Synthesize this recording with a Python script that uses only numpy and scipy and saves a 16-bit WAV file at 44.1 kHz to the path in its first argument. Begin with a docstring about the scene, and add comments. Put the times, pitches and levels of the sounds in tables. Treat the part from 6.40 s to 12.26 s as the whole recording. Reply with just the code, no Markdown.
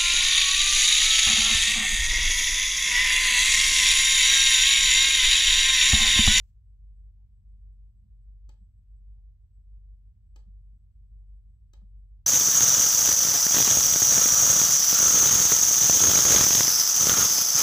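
"""Button clicks beside an idling tape deck

A tape deck idles in a workshop; a plastic button is clicked three times, a little to the left: contacts
ring the housing modes, loose parts clatter, a small delay network adds the room. Low knocks follow.
Three machines in the building hum as sums of shaft orders; two run at nearly one speed and beat slowly.
A wavering whine, faint blips, a lumpy low rumble and shaped noise lie under it; hiss is louder at first."""
import sys
import numpy as np
from scipy import signal
from scipy.fft import rfft, irfft, next_fast_len
from scipy.io import wavfile

SR = 44100
rng = np.random.default_rng(int(sys.argv[2]) if len(sys.argv) > 2 else 0)


def generate_wav(signal):
    """Clip the signal to [-1, 1] and save it as 16-bit WAV at the path in sys.argv[1]."""
    frames = np.transpose(np.atleast_2d(signal))
    scaled = np.clip(frames, -1, 1) * 32767
    pcm = np.round(scaled).astype(np.int16)
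    wavfile.write(sys.argv[1], SR, pcm)


N = 258470
TIME_S = np.arange(N) / SR
BINS_HZ = np.maximum(np.fft.rfftfreq(N, 1 / SR), 10)

# Motors: speed [turns/s], time of one crest [s], orders (order, level before panning [dB rms])
MOTOR_A = 47.70, 0.0001, [(1, -51.6), (2, -79)]
MOTOR_B = 49.10, 0.0160, [(1, -54.9), (2, -67.4), (3, -82.5), (4, -93)]
# Slow machine: {order: level before panning [dB rms]}
SLOW_ORDERS_DB = {6: -74, 7: -74, 9: -59, 10: -65, 11: -81.5, 12: -69, 13: -69, 14: -77.5, 18: -83.5, 20:
                  -81}
SLOW_TURNS_PER_S, SLOW_CENTRE_ORDER, SLOW_PHASE_SPREAD_RAD = 5.998, 9, 1.3
DRONE_HZ, DRONE_DB, DRONE_DRIFT_DB = 112.77, -73.5, 2.0
# Hum balance: (frequency [Hz], left-right [dB])
HUM_PAN = [(50, 0.5), (75, -3)]
HUM_LEFT_LAG_RAD = .32

# Whines: (frequency [Hz], relative level [dB], left-right [dB])
WHINES = [(7796, 0, 8), (11700, -13, 2)]
# Whine waver: (time [s], reference level [dB rms])
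WHINE_WAVER = [(0.15, -112), (0.32, -103), (0.66, -105), (0.82, -116), (0.92, -105), (2.03, -107),
               (2.25, -102), (2.7, -103), (2.9, -116), (3.12, -102), (3.4, -111), (4.1, -104), (5.0, -104),
               (5.86, -109)]
WHINE_FLICKER_DB, WHINE_PHASE_DRIFT_RAD = 3.5, 0.78

# Background rumble and hiss: (frequency [Hz], relative density [dB per Hz])
FLOOR_SPECTRUM = [(25, -29.5), (38, -13.5), (50, -5), (75, -7.5), (110, -10), (135, -24), (195, -35.5),
                  (260, -42), (450, -47.5), (1200, -53.5), (3000, -57), (7500, -61.5), (9500, -60.5),
                  (12000, -62)]
FLOOR_DB = -65.5
# Left-right likeness of the noise: (frequency [Hz], likeness [0..1])
LIKENESS = [(60, 0.74), (130, 0.63), (280, 0.38), (600, 0.32), (1300, 0.076), (13000, 0.092)]
# Low rumble band: (frequency [Hz], relative density [dB per Hz])
RUMBLE_SPECTRUM = [(110, -29), (145, -2), (195, 1.5), (230, -6.5), (280, -30.5), (600, -70)]
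# Low rumble: (time [s], level before quick lumps [dB rms])
RUMBLE_LEVEL = [(0, -88.5), (.6, -83.5), (1.4, -80), (2.3, -80), (3, -85.5), (4.2, -79.5), (5.3, -82),
                (5.86, -83)]
RUMBLE_LUMP_DB = 3.5

# Early hiss: (frequency [Hz], relative density [dB per Hz])
EARLY_SPECTRUM = [(500, -12), (1200, -6.5), (1800, -8.5), (2300, -5.5), (4800, -7.5), (8000, -2),
                  (9000, -15), (11000, -16), (12000, -9)]
EARLY_DB, EARLY_FLUTTER_DB = -79.5, 1.6
# The fade adds to the sink after the hold
EARLY_HOLD_S, EARLY_SINK_DB_PER_S, EARLY_FADE_DB_PER_S = .095, 54, 151

# Soft faint blips: (start [s], peak [dB], frequency [Hz])
BLIPS = [(.76, -90.5, 830), (2.74, -92.5, 828), (4.78, -93, 804), (5.74, -96, 830)]
BLIP_S = .1

# Button snaps: (time [s], drive level [dB], finger push re drive [dB])
CLICKS = [(2.091, -59.5, -7.5), (3.96, -58, -20), (5.334, -59.5, -20)]
# Contacts within a snap: (delay [s], level re drive [dB])
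SNAP_CONTACTS = [(0, -5.5), (.0011, -22.5), (.0024, -6), (.0036, -11.5)]
SNAP_SPREAD_DB = 1.0
# Button let-go ticks: (time [s], drive level [dB])
RELEASES = [(2.19, -94), (4.011, -83.5), (4.056, -80.5), (5.386, -86.5), (5.417, -70.5)]
RATTLE_DB, RATTLE_T60_S, RATTLE_PER_S = -15, 0.035, 2900
# Housing modes: (frequency [Hz], gain [dB], t60 [s], left-right [dB])
HOUSING_MODES = [(343, 3.5, 0.013, -2.5), (462, -12, 0.083, 1), (560, -7, 0.06, -2), (809, -14, 0.099, 4.5),
                 (870, -8.5, 0.061, -5.5), (1260, -4.5, 0.044, 2), (1700, -10, 0.045, 7),
                 (2095, -25.5, 0.033, 12), (2500, -10.5, 0.05, 4), (3112, -10, 0.06, 13),
                 (3420, -16.5, 0.023, 6), (3876, -6.5, .04, -4.5), (4450, -2.5, 0.025, 1.5),
                 (4980, -5, 0.012, 1), (5590, -7, 0.017, -3.5), (6260, -1.5, 0.0057, 15.5),
                 (7350, -1.5, 0.0094, 8), (7935, -7, 0.032, 3), (11500, -7.5, 0.0024, 15),
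                 (15100, -11, 0.0053, 17.5)]
RIGHT_LAG_S = .00023
ROOM_T60_S, WALL_CUT_HZ, ROOM_DB = 0.27, 8600, -18.5

# Clatter of loose parts: (frequency [Hz], relative density [dB per Hz])
CLATTER_SPECTRUM = [(200, -17.5), (300, -5.5), (600, -11.5), (1200, -10), (2000, -14), (4200, -12),
                    (6500, -18), (8000, -10.5), (9000, -32), (11000, -40), (12000, -21.5)]
CLATTER_DB, CLATTER_T60_S, CLATTER_PER_S = -11, 0.29, 3600
CLATTER_WIDTH_HZ, CLATTER_VALLEY_DB, CLATTER_PAN_DB = 90, -12, 4.4

# Low knock after each snap: (start [s], peak [dB])
KNOCKS = [(2.203, -59.5), (4.061, -57.5), (5.414, -57)]
KNOCK_HZ, KNOCK_S = 187.3, 0.045

STOPBAND_HZ, STOPBAND_DB = 15900, 40


def from_db(db):
    """Amplitude ratio of a level in dB."""
    return 10 ** (np.asarray(db) / 20)


def rms_one(x):
    """Scale to rms 1."""
    return x / np.sqrt(np.mean(x ** 2) + 1e-20)


def at_hz(points, hz):
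    """Read a table along log frequency."""
    points = np.array(points)
    return np.interp(np.log(hz), np.log(points[:, 0]), points[:, 1])


def level_at_times(points):
    """Read a level table along time."""
    return np.interp(TIME_S, *np.transpose(points))


def panned(db):
    """Left and right gains that differ by db."""
    return from_db([[db / 2], [-db / 2]])


def drift(rate_hz):
    """Slow chance of spread 1: coarse noise through a double one-pole low-pass."""
    step = 40
    r = np.exp(-2 * np.pi * rate_hz * step / SR)
    noise = rng.standard_normal(N // step + 2002)
    slow = signal.lfilter([1], [1, -2 * r, r * r], noise)[2000:]  # drop the filter's start
    return np.interp(np.arange(N) / step, np.arange(len(slow)), rms_one(slow))


def coloured(spectra, colour):
    """Noise spectra shaped by a colour table and turned to sound of rms 1."""
    return rms_one(irfft(spectra * from_db(at_hz(colour, BINS_HZ)), N))


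def tone(hz, db, phase_rad):
    """Sinusoid with its level given in dB rms."""
    return np.sqrt(2) * from_db(db) * np.cos(2 * np.pi * hz * TIME_S + phase_rad)


def swell(start_s, db, hz, length_s):
    """Short tone under a smooth sine-squared rise and fall."""
    part = np.clip((TIME_S - start_s) / length_s, 0, 1)
    return from_db(db) * np.sin(np.pi * part) ** 2 * np.sin(2 * np.pi * hz * (TIME_S - start_s))


def hum(hz, db, phase_rad):
    """Low tone through the bench, reaching the two sides a little out of step."""
    side_phase_rad = HUM_LEFT_LAG_RAD * np.array([[-.5], [.5]])
    return panned(at_hz(HUM_PAN, hz)) * tone(hz, db, phase_rad + side_phase_rad)


def machines():
    """Steady shaft orders and a drifting drone; the slow shaft's orders start at scattered phases."""
    out = hum(DRONE_HZ, DRONE_DB + DRONE_DRIFT_DB * drift(0.94), 0)
    for turns_per_s, crest_s, orders in (MOTOR_A, MOTOR_B):
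        for order, db in orders:
            hz = order * turns_per_s
            out += hum(hz, db, -2 * np.pi * hz * crest_s)
    for order, db in SLOW_ORDERS_DB.items():
        phase_rad = -SLOW_PHASE_SPREAD_RAD * (order - SLOW_CENTRE_ORDER) ** 2
        out += hum(order * SLOW_TURNS_PER_S, db, phase_rad)
    return out


def whines():
    """Thin high tones whose level wavers and flickers while the phase drifts."""
    waver_db = level_at_times(WHINE_WAVER)
    out = np.zeros((2, N))
    for hz, db, pan_db in WHINES:
        level_db = waver_db + db + WHINE_FLICKER_DB * drift(17.0)
        out += panned(pan_db) * tone(hz, level_db, WHINE_PHASE_DRIFT_RAD * drift(6.0))
    return out


def noise_floor():
    """Stereo noise, alike in the bass, nearly unrelated in the treble; its low rumble comes in lumps."""
    mid, side = rfft(rng.standard_normal((2, N)))
    alike = np.clip(at_hz(LIKENESS, BINS_HZ), 0, 1)
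    pair = np.sqrt(1 + alike) * mid + np.sqrt(1 - alike) * side * [[1], [-1]]
    lumps = from_db(level_at_times(RUMBLE_LEVEL) + RUMBLE_LUMP_DB * drift(5.4))
    return from_db(FLOOR_DB) * coloured(pair, FLOOR_SPECTRUM) + lumps * coloured(pair, RUMBLE_SPECTRUM)


def early_hiss():
    """Bright, fluttering noise that sinks gently, then fades fast."""
    hiss = coloured(rfft(rng.standard_normal((2, N))), EARLY_SPECTRUM)
    past_hold_s = np.maximum(TIME_S - EARLY_HOLD_S, 0)
    level_db = EARLY_DB - EARLY_SINK_DB_PER_S * TIME_S - EARLY_FADE_DB_PER_S * past_hold_s
    return from_db(level_db + EARLY_FLUTTER_DB * drift(40.0)) * hiss


def blips():
    """Soft faint tones that swell and go."""
    return sum(swell(start_s, db, hz, BLIP_S) for start_s, db, hz in BLIPS)


def dying(start_s, db, t60_s):
    """Gain that is zero until the start, then decays by 60 dB per t60."""
    return (TIME_S > start_s) * from_db(db - 60 * np.abs(TIME_S - start_s) / t60_s)


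def contacts():
    """Snap: a quick run of hard contacts, a push and a dying rattle; release: one soft contact."""
    hard, soft = np.zeros((2, N))
    grains = rng.standard_normal(N) * (rng.random(N) < RATTLE_PER_S / SR)
    bass_cut = signal.butter(2, 1500, "high", fs=SR, output="sos")
    grains = signal.sosfilt(bass_cut, grains)  # light parts move no bass
    for start_s, db, push_db in CLICKS:
        for delay_s, part_db in SNAP_CONTACTS:
            hard[round((start_s + delay_s) * SR)] += from_db(db + part_db + rng.normal(0, SNAP_SPREAD_DB))
        hard += grains * dying(start_s, db + RATTLE_DB, RATTLE_T60_S)
        soft[round(start_s * SR)] = from_db(db + push_db)
    for start_s, db in RELEASES:
        soft[round(start_s * SR)] = from_db(db)
    return hard + signal.lfilter([0.16 ** 2], [1, -2 * .88, .88 ** 2], soft)  # low-pass dulls soft contacts


def ring(blows, hz, t60_s):
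    """Two-pole resonator: a unit blow sets a decaying sine of initial height 1 ringing."""
    r, w = from_db(-60 / (t60_s * SR)), 2 * np.pi * hz / SR
    return signal.lfilter([0, np.sin(w)], [1, -2 * r * np.cos(w), r * r], blows + 1e-18)


def button():
    """Contacts ring the housing; each mode beams its own way and the right side hears it later."""
    blows = contacts()
    out = np.zeros((2, N))
    for k, (hz, db, t60_s, pan_db) in enumerate(HOUSING_MODES):
        out += (-1) ** k * from_db(db) * panned(pan_db) * ring(blows, hz, t60_s)
    out[1] = np.roll(out[1], round(RIGHT_LAG_S * SR))
    return out


def room(x):
    """Twelve feedback delays a side, duller on every round, thickened by two allpasses."""
    size = next_fast_len(N + SR)
    turn = np.exp(-2j * np.pi * np.arange(size // 2 + 1) / size)  # one-sample delay
    dull = np.exp(-2 * np.pi * WALL_CUT_HZ / SR)
    wall = (1 - dull) / (1 - dull * turn)
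    response = np.zeros((2, len(turn)), complex)
    lags = (rng.uniform(.008, .04, 24) * SR).astype(int)
    for k, lag in enumerate(lags):
        loop = from_db(-60 * lag / SR / ROOM_T60_S) * wall * turn ** lag
        response[k % 2] += (-1) ** (k // 2) * loop / (1 - loop)
    for lag in (73, 191):
        response *= (turn ** lag - .6) / (1 - .6 * turn ** lag)
    return irfft(response * rfft(x, size), size)[:, :N]


def clatter():
    """Dense uneven grains, different on each side, gathered at the housing modes, dying after each snap."""
    grains = rng.standard_normal((2, N)) * (rng.random((2, N)) < CLATTER_PER_S / SR)
    fade = sum(dying(start_s, db + CLATTER_DB, CLATTER_T60_S) for start_s, db, push_db in CLICKS)
    peaks = sum(1 / (1 + ((BINS_HZ - hz) / CLATTER_WIDTH_HZ) ** 2) for hz, *rest in HOUSING_MODES)
    spectra = rfft(grains) * (from_db(CLATTER_VALLEY_DB) + peaks)
    return panned(CLATTER_PAN_DB) * fade * coloured(spectra, CLATTER_SPECTRUM)


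def knocks():
    """Short low swell after each snap."""
    return sum(swell(start_s, db, KNOCK_HZ, KNOCK_S) for start_s, db in KNOCKS)


def scene():
    """Sum of all layers; only the button feeds the room."""
    background = machines() + whines() + noise_floor() + early_hiss() + blips()
    keys = button()
    reverberation = from_db(ROOM_DB) * room(keys.sum(0))
    return background + keys + reverberation + clatter() + knocks()


def record(dry):
    """A shallow dip around 10 kHz; the top is cut."""
    band = signal.butter(1, [8600, 11200], "band", fs=SR, output="sos")
    dipped = dry - .5 * signal.sosfilt(band, dry)
    top_cut = signal.cheby2(20, STOPBAND_DB, STOPBAND_HZ, fs=SR, output="sos")
    return signal.sosfilt(top_cut, dipped)


dry = scene()
out = record(dry)
generate_wav(out)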